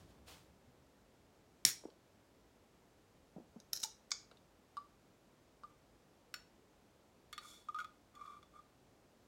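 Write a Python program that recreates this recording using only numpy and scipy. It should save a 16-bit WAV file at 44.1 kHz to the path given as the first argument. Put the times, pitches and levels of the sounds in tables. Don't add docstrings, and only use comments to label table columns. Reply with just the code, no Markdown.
import sys
import numpy as np
from scipy import signal
from scipy.fft import rfft, irfft, next_fast_len
from scipy.io import wavfile
from scipy.ndimage import uniform_filter1d, map_coordinates

SR = 44100
rng = np.random.default_rng(int(sys.argv[2]) if len(sys.argv) > 2 else 0)


def pcm_store(signal):
    levels = np.round(np.clip(np.atleast_2d(signal), -1, 1) * 32767)
    wavfile.write(sys.argv[1], SR, levels.astype(np.int16).T)


N = 408835
TIME = np.arange(N) / SR
EVENT_TIME = TIME[:SR // 3]


def undb(db):
    return 10 ** (np.asarray(db) / 20)


def unit(x):
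    return x / np.sqrt(np.mean(x ** 2))


def fade(t60):
    return np.exp(-np.log(1000) * EVENT_TIME / t60)


def envelope(s, attack_s, hold_s, t60):
    rise = np.clip((TIME - s) / attack_s, 0, 1) ** 2
    return rise * np.exp(-np.log(1000) * np.clip((TIME - s - attack_s - hold_s) / t60, 0, 2))


def swell(rise_s, length_s):
    return (1 - np.exp(-EVENT_TIME / rise_s)) * np.exp(-(EVENT_TIME / length_s) ** 3)


def stroke(s, length_s):
    return np.sin(np.pi * np.clip((TIME - s) / length_s, 0, 1))


def flutter(size):
    return unit(uniform_filter1d(rng.standard_normal(N), size=size))


def at(s, sound):
    out = np.zeros(N)
    start = int(s * SR)
    out[start:start + len(sound)] = sound[:N - start]
    return out


def through(x, response):
    return signal.fftconvolve(x, response)[:len(x)]


def spectrum(colour, size):
    hz, db = np.transpose(colour)
    bin_hz = np.fft.rfftfreq(size, 1 / SR) + 1
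    return undb(np.interp(np.log(bin_hz), np.log(hz), db))


def noise(colour):
    size = next_fast_len(N, True)
    return unit(irfft(rfft(rng.standard_normal(size)) * spectrum(colour, size), size)[:N])


def note(hz, length_s, rise_s=.0022):
    return swell(rise_s, length_s) * np.sin(2 * np.pi * hz * EVENT_TIME)


def ring(modes, colour_db=lambda hz: 0, pitch=1, scatter_db=0):
    place_db = scatter_db * rng.standard_normal(len(modes))
    out = np.zeros(len(EVENT_TIME))
    for k, (hz, db, t60) in enumerate(modes):
        gain = (-1) ** k * undb(db + colour_db(hz) + place_db[k])
        out += gain * fade(t60) * np.sin(2 * np.pi * pitch * hz * EVENT_TIME)
    return out


def contact(t60, crackle_db):
    slips = rng.standard_normal(len(EVENT_TIME)) ** 3 * fade(t60)
    push = undb(crackle_db) * slips / np.linalg.norm(slips)
    push[0] += 1
    return push


def clack(colour, t60, size=1024):
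    cepstrum = irfft(np.log(spectrum(colour, size)))
    causal_response = irfft(np.exp(rfft(2 * cepstrum[:size // 2], size)))
    burst = through(rng.standard_normal(len(EVENT_TIME)) * fade(t60), causal_response)
    return burst * np.linalg.norm(fade(t60)) / np.linalg.norm(burst)


# f/Hz, level/dB
ROOM_TONE_COLOUR = [(15, -50), (25, -29), (37, -11), (50, -1), (62, -4.5), (90, -4.5), (160, -5.5),
                    (240, -4.5), (500, -7), (1630, -19.5), (3000, -23.5), (7730, -28), (8400, -31),
                    (15500, -36)]


def room_tone(db=-68.5):
    return undb(db) * noise(ROOM_TONE_COLOUR)


# f/Hz, level/dB
RUMBLE_COLOUR = [(30, -22.5), (50, -12), (68, 4), (95, -0.5), (150, -1), (300, -8), (700, -16.5),
                 (1500, -26), (4000, -54)]


def bathroom_rumble(start_db=-63, sag_db_per_s=13, hum_hz=67.7, hum_db=-7.5, waver=.4):
    below_hz, above_hz = hum_hz * (1 - waver / 2), hum_hz * (1 + waver / 2)
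    hum = noise([(hum_hz / 2, -60), (below_hz, -40), (hum_hz, 0), (above_hz, -40), (hum_hz * 2, -90)])
    rumble = noise(RUMBLE_COLOUR) + undb(hum_db) * hum
    return rumble * undb(start_db - sag_db_per_s * TIME) * envelope(0, 1 / SR, hold_s=.82, t60=.6)


# f/Hz, level/dB
ROBE_COLOUR = [(150, -27.5), (400, -6), (730, -5), (1900, -8), (2500, -8.5), (3400, -6), (8000, -13.5),
               (15500, -20.5)]
# t/s, level/dB, hold/s
SWISHES = [(-.04, -69, 0.0091), (0.066, -76.5, .002), (0.251, -58, 0.031)]


def robe(attack_s=.032, t60=.46):
    brushing = sum(undb(db) * envelope(s, attack_s, hold_s, t60) for s, db, hold_s in SWISHES)
    return noise(ROBE_COLOUR) * brushing


def bedroom(x, wet_db, t60=.32, treble_t60=.18, split_hz=7500, gap_s=.0052):
    echoes = rng.standard_normal(len(EVENT_TIME))
    low = signal.sosfilt(signal.butter(2, split_hz, fs=SR, output="sos"), echoes)
    high = signal.sosfilt(signal.butter(2, split_hz, "high", fs=SR, output="sos"), echoes[::-1])
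    build_up = 1 - np.exp(-(EVENT_TIME / gap_s) ** 2)
    tail = (low * fade(t60) + high * fade(treble_t60)) * build_up
    return x + undb(wet_db) * through(x, tail / np.linalg.norm(tail))


# t/s, level/dB, final f/Hz, length/s
THUMPS = [(1.652, -40, 172, 0.0069), (1.674, -50, 110, 0.016), (1.837, -43, 370, 0.0043),
          (1.853, -35, 260, 0.0059), (1.884, -51, 402, 0.0075), (3.362, -44.5, 184.7, 0.015),
          (3.381, -45, 260, 0.0087), (3.399, -52, 232, .018), (3.56, -47, 205, 0.015),
          (4.315, -56, 403, 0.0056)]


def soft_thumps(sag_s=.0016, sag_ratio=3.2, rise_s=.0018, rustle_db=-13):
    out = np.zeros(N)
    muffled = noise([(60, -11), (250, -.5), (750, 3), (1500, -18.5), (4000, -45)])
    for s, db, final_hz, length_s in THUMPS:
        hz = final_hz * (1 + (sag_ratio - 1) * np.exp(-EVENT_TIME / sag_s))
        thud = np.sin(2 * np.pi * np.cumsum(hz) / SR)
        rustle = undb(rustle_db) * muffled[int(s * SR):][:len(EVENT_TIME)]
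        out += at(s, undb(db) * swell(rise_s, length_s) * (thud + rustle))
    return out


# f/Hz, level/dB, t60/s
STRAW_MODES = [(1209, 0, 0.066), (1440, -4.5, 0.051), (2174, -4.5, .03), (2360, -8, 0.037),
               (3270, -1, 0.018), (3480, -1, 0.057), (3810, -8.5, 0.047), (4400, -8.5, 0.085),
               (5320, -9, 0.032), (5800, -10, 0.035), (6710, -9, 0.032), (7270, -10, 0.025),
               (8100, -16, .025), (9150, -16, .025), (10200, -14, .015), (12300, -11, .008)]


def straw_ring(db_per_octave, scatter_db=0):
    return ring(STRAW_MODES, lambda hz: db_per_octave * np.log2(hz / 3000), scatter_db=scatter_db)


# t/s, length/s, rubbing level/dB, air level/dB
STIRS = [(7.768, 0.071, -57.5, -48), (8.127, .29, -65.5, -55), (8.527, 0.076, -70, -60)]


def straw_rubbing(slide_s=7.395, slide_db=-60.5, speedup_s=.1, grip_db=3.5, drift=.0078,
                  slow_grit_db=-13, fast_grit_db=-4):
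    slide = undb(slide_db) * envelope(slide_s, attack_s=.019, hold_s=.11, t60=.49)
    speed = np.clip((TIME - slide_s) / speedup_s, 0, 1)
    stirring = sum(undb(db) * stroke(s, length_s) for s, length_s, db, _ in STIRS)
    grip = undb(grip_db * flutter(size=30))
    slips = rng.standard_normal(N) * grip
    hollow = unit(through(slips, straw_ring(db_per_octave=-6.5)))
    bright = unit(through(slips[::-1], straw_ring(db_per_octave=4.5)))
    wander = np.cumsum(drift * flutter(size=1500))
    bright = map_coordinates(bright, [np.arange(N) + wander], order=3)
    hiss = noise([(1000, -11), (2800, -10), (4500, -2), (8000, -1),
                  (10300, -6), (11500, -8), (15000, -16)])
    grit = unit(grip * hiss)
    slow = hollow + undb(slow_grit_db) * grit
    fast = unit(bright + undb(fast_grit_db) * grit)
    return (stirring + slide * np.sqrt(1 - speed ** 2)) * slow + slide * speed * fast


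# f/Hz, level/dB
WALL_COLOUR = [(700, -36), (1300, 1.5), (2200, 3), (4000, -4), (7000, -9.5), (10000, -18), (15000, -17)]
# t/s, level/dB, tilt/(dB per octave), air level/dB
KNOCKS = [(7.3278, -49, 4, -58), (7.379, -47, .5, -53), (7.6859, -63, 0, -35.5), (7.7447, -61, 1.5, -37.5),
          (7.761, -64, 1, -38), (7.787, -53, -2, -39), (7.802, -53.5, -2, -44), (7.8445, -55.5, -2.5, -48),
          (8.152, -66, 3.5, -63), (8.211, -65, -1, -46), (8.26, -66, -1, -57), (8.318, -74, -2, -54),
          (8.428, -67.5, -2, -63), (8.589, -76, -2, -52)]


def straw_knocks(wall_db=-1):
    out = np.zeros(N)
    for s, db, tilt, _ in KNOCKS:
        body = straw_ring(tilt, scatter_db=1)
        chatter = through(contact(t60=.046, crackle_db=-4), body)
        wall = undb(wall_db + tilt / 2) * clack(WALL_COLOUR, t60=.044)
        out += at(s, undb(db) * (chatter + wall))
    return out


def straw_on_base(s=7.7865, db=-39):
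    return at(s, undb(db) * note(hz=1442, length_s=.023))


# f/Hz, level/dB, t60/s
CLINK_MODES = [(1208, -8, 0.1), (1464, -6.5, .08), (2120, -15, 0.014), (2283, -12, 0.078),
               (2610, -2, 0.042), (3180, -12, 0.1), (3770, -6, 0.056), (4305, -0.5, 0.068),
               (4430, -6, 0.077), (4650, -15, .05), (5250, -10, .04), (5440, -6, 0.17), (6530, -10.5, .05),
               (7150, -12, 0.19), (7950, -11, .04), (9162, -19, .06), (10200, -10, 0.044),
               (12040, -12, .025), (13300, -7, 0.022)]


def straw_clink(s=6.3408, db=-47, touch_db=1, touch_t60=.025, wall_db=6):
    body = ring(CLINK_MODES) * (1 + undb(touch_db) * fade(touch_t60))
    chatter = through(contact(t60=.016, crackle_db=-6), body)
    wall = undb(wall_db) * clack(WALL_COLOUR, touch_t60)
    return at(s, undb(db) * (chatter + wall))


def stirred_air(air_hz, overtone_db=-23, waver=.5, judder_hz=43.96, judder_depth=.53, judder_spread=.25):
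    in_phase, quadrature = (uniform_filter1d(flutter(size=220), size=150) for _ in range(2))
    drive = 1 + waver * (in_phase + 1j * quadrature)
    swing = np.exp(2j * np.pi * np.cumsum(air_hz) / SR)
    slip_hz = judder_hz * (1 + judder_spread * flutter(size=1000))
    judder = 1 + judder_depth * np.sin(2 * np.pi * np.cumsum(slip_hz) / SR)
    effort = sum(undb(air_db) * stroke(s, length_s) for s, length_s, _, air_db in STIRS)
    return effort * judder * np.real(drive * (swing + undb(overtone_db) * swing ** 2))


# t/s, f/Hz
AIR_PITCH = [(3.85, 885), (4.77, 1165), (5.64, 1197), (7.69, 1212), (7.77, 1245), (8.3, 1170), (8.6, 1200)]
# t/s, tick level/dB, air level/dB
TAPS = [(4.769, -52, -36.5), (5.635, -61, -44.5)]


def headspace(note_s=.016, flap_s=3.843, flap_db=-45.5, dent_db=1.5, spring_back_s=.0035):
    air_hz = np.interp(TIME, *np.transpose(AIR_PITCH))
    out = stirred_air(air_hz)
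    for s, *_, air_db in [(flap_s, flap_db)] + KNOCKS:
        out += at(s, undb(air_db) * note(air_hz[int(s * SR)], note_s))
    for s, _, air_db in TAPS:
        hz = air_hz[int(s * SR)]
        out += at(s, undb(air_db + dent_db) * note(hz, length_s=.0029, rise_s=.00077))
        out += at(s + spring_back_s, undb(air_db) * note(hz, note_s))
    return out


# f/Hz, level/dB, t60/s
LID_MODES = [(956, -32, .02), (1380, -23, .02), (1950, -20, .012), (2300, -26, 0.023), (3330, -20, .018),
             (3915, -11, 0.012), (4330, -7.5, 0.008), (5100, -5.5, 0.01), (5750, 2.5, 0.0062),
             (6450, -8, .012), (6846, -6, 0.0099), (7930, -13, 0.0063), (9190, -14, .008),
             (10320, -13.5, .005), (11330, -13, .006), (12414, -14, 0.01), (13400, -14, 0.0055)]


def lid_ring(bass_db, treble_db=0, pitch=1, bass_hz=3300, treble_hz=10300):
    def shelves_db(hz):
        return bass_db / (1 + (hz / bass_hz) ** 4) + treble_db / (1 + (treble_hz / hz) ** 8)
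    return ring(LID_MODES, shelves_db, pitch)


# t/s, level/dB,
# crackle/dB, bass/dB, treble/dB, pitch factor
SNAPS = [(1.902, -63, -3.5, 18, -9, .78), (3.601, -49, 0, -16, -6, 0.94), (3.732, -29, 0.5, -1, 10.5, 0.95),
         (3.763, -42.5, 6, 0, 0, 0.96), (3.773, -36.5, 0, -8, -17, 0.96), (3.818, -45, -4, -8, -12, 1.01),
         (3.8345, -29.5, -6, -3, 8, 0.7), (3.8455, -37.5, 0.5, -1, 0, 1.2), (4.107, -43, -1, 6, -4, 1.08),
         (4.313, -62.5, 4, 25, 0, .69), (4.371, -61, -2, 10, 0, 0.67)]


def lid_snaps(crackle_t60=.037):
    out = np.zeros(N)
    for s, db, crackle_db, bass_db, treble_db, pitch in SNAPS:
        body = lid_ring(bass_db, treble_db, pitch)
        out += at(s, undb(db) * through(contact(crackle_t60, crackle_db), body))
    for s, db, _ in TAPS:
        slack = lid_ring(bass_db=9, treble_db=-1, pitch=.713)
        out += at(s, undb(db) * through(contact(crackle_t60, crackle_db=4), slack))
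    return out


# t/s, level/dB, hold/s
TEARS = [(3.727, -45, .003), (3.749, -47, .013), (3.792, -56.5, .03), (3.828, -43, .008)]


def lid_tear(grain_db=5, direct_db=-8, attack_s=.0032, t60=.06):
    fractures = rng.standard_normal(N) * undb(grain_db * flutter(size=50))
    through_lid = unit(through(fractures, lid_ring(bass_db=-6)))
    direct = undb(direct_db) * unit(np.gradient(fractures))
    pulls = sum(undb(db) * envelope(s, attack_s, hold_s, t60) for s, db, hold_s in TEARS)
    return (through_lid + direct) * pulls


# f/Hz, level/dB
GAS_COLOUR = [(50, -25.5), (110, -7.5), (300, -9), (750, -22), (1400, -10), (2250, -4), (2700, -11),
              (3300, -6), (4200, -3), (5300, -3), (6100, -4.5), (6900, 3), (8000, -6.5), (12000, -6.5),
              (16000, -10)]


def gas_spit(s=1.652, db=-37, sputter_db=2):
    jet = envelope(s, attack_s=.0027, hold_s=.036, t60=.11)
    return noise(GAS_COLOUR) * jet * undb(db + sputter_db * flutter(size=80))


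# f/Hz, level/dB
TAB_COLOUR = [(300, -36), (700, -28), (900, -14), (1450, -8.5), (1950, -19), (2300, -2), (2850, -31),
              (3400, -8), (4200, -6.5), (4800, 1), (5800, -2.5), (6800, 0.5), (8300, -17), (10000, -31),
              (15500, -44)]
# f/Hz, level/dB, t60/s
CAN_MODES = [(2285, -9, .27), (3128, -17, .2), (4731, -7, .25), (5146, -3, .25), (5455, -5, .2),
             (6775, -3, .22), (6837, -1, .22), (7400, -8, .15)]


def tab_clap(s=4.1165, db=-26, ring_db=-52):
    return at(s, undb(db) * clack(TAB_COLOUR, t60=.024) + undb(ring_db) * ring(CAN_MODES))


# f/Hz, level/dB
CRACK_COLOUR = [(300, -28), (700, -32), (1500, -23), (2200, -18), (2750, -26.5), (3300, -17), (4200, -3),
                (4750, -10), (5600, 2), (6350, -12), (6850, -6), (7350, -11), (8100, -4.5), (9100, -7),
                (10000, -16.5), (12000, -17), (15000, -25)]


def seal_crack(s=1.6508, db=-10.5, ring_db=-43):
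    return at(s, undb(db) * clack(CRACK_COLOUR, t60=.009) + undb(ring_db) * ring(CAN_MODES))


def scene():
    can = seal_crack() + lid_snaps() + gas_spit() + lid_tear() + tab_clap()
    straw = straw_clink() + straw_knocks() + straw_rubbing()
    soft = headspace() + straw_on_base() + soft_thumps()
    bathroom = bathroom_rumble() + robe()
    mix = bathroom + bedroom(can + straw, wet_db=-11.5) + bedroom(soft, wet_db=-14) + room_tone()
    return mix[None]


def record(dry):
    top_hz = 15950
    return signal.sosfilt(signal.ellip(10, .1, 80, top_hz, fs=SR, output="sos"), dry)


dry = scene()
out = record(dry)
pcm_store(out)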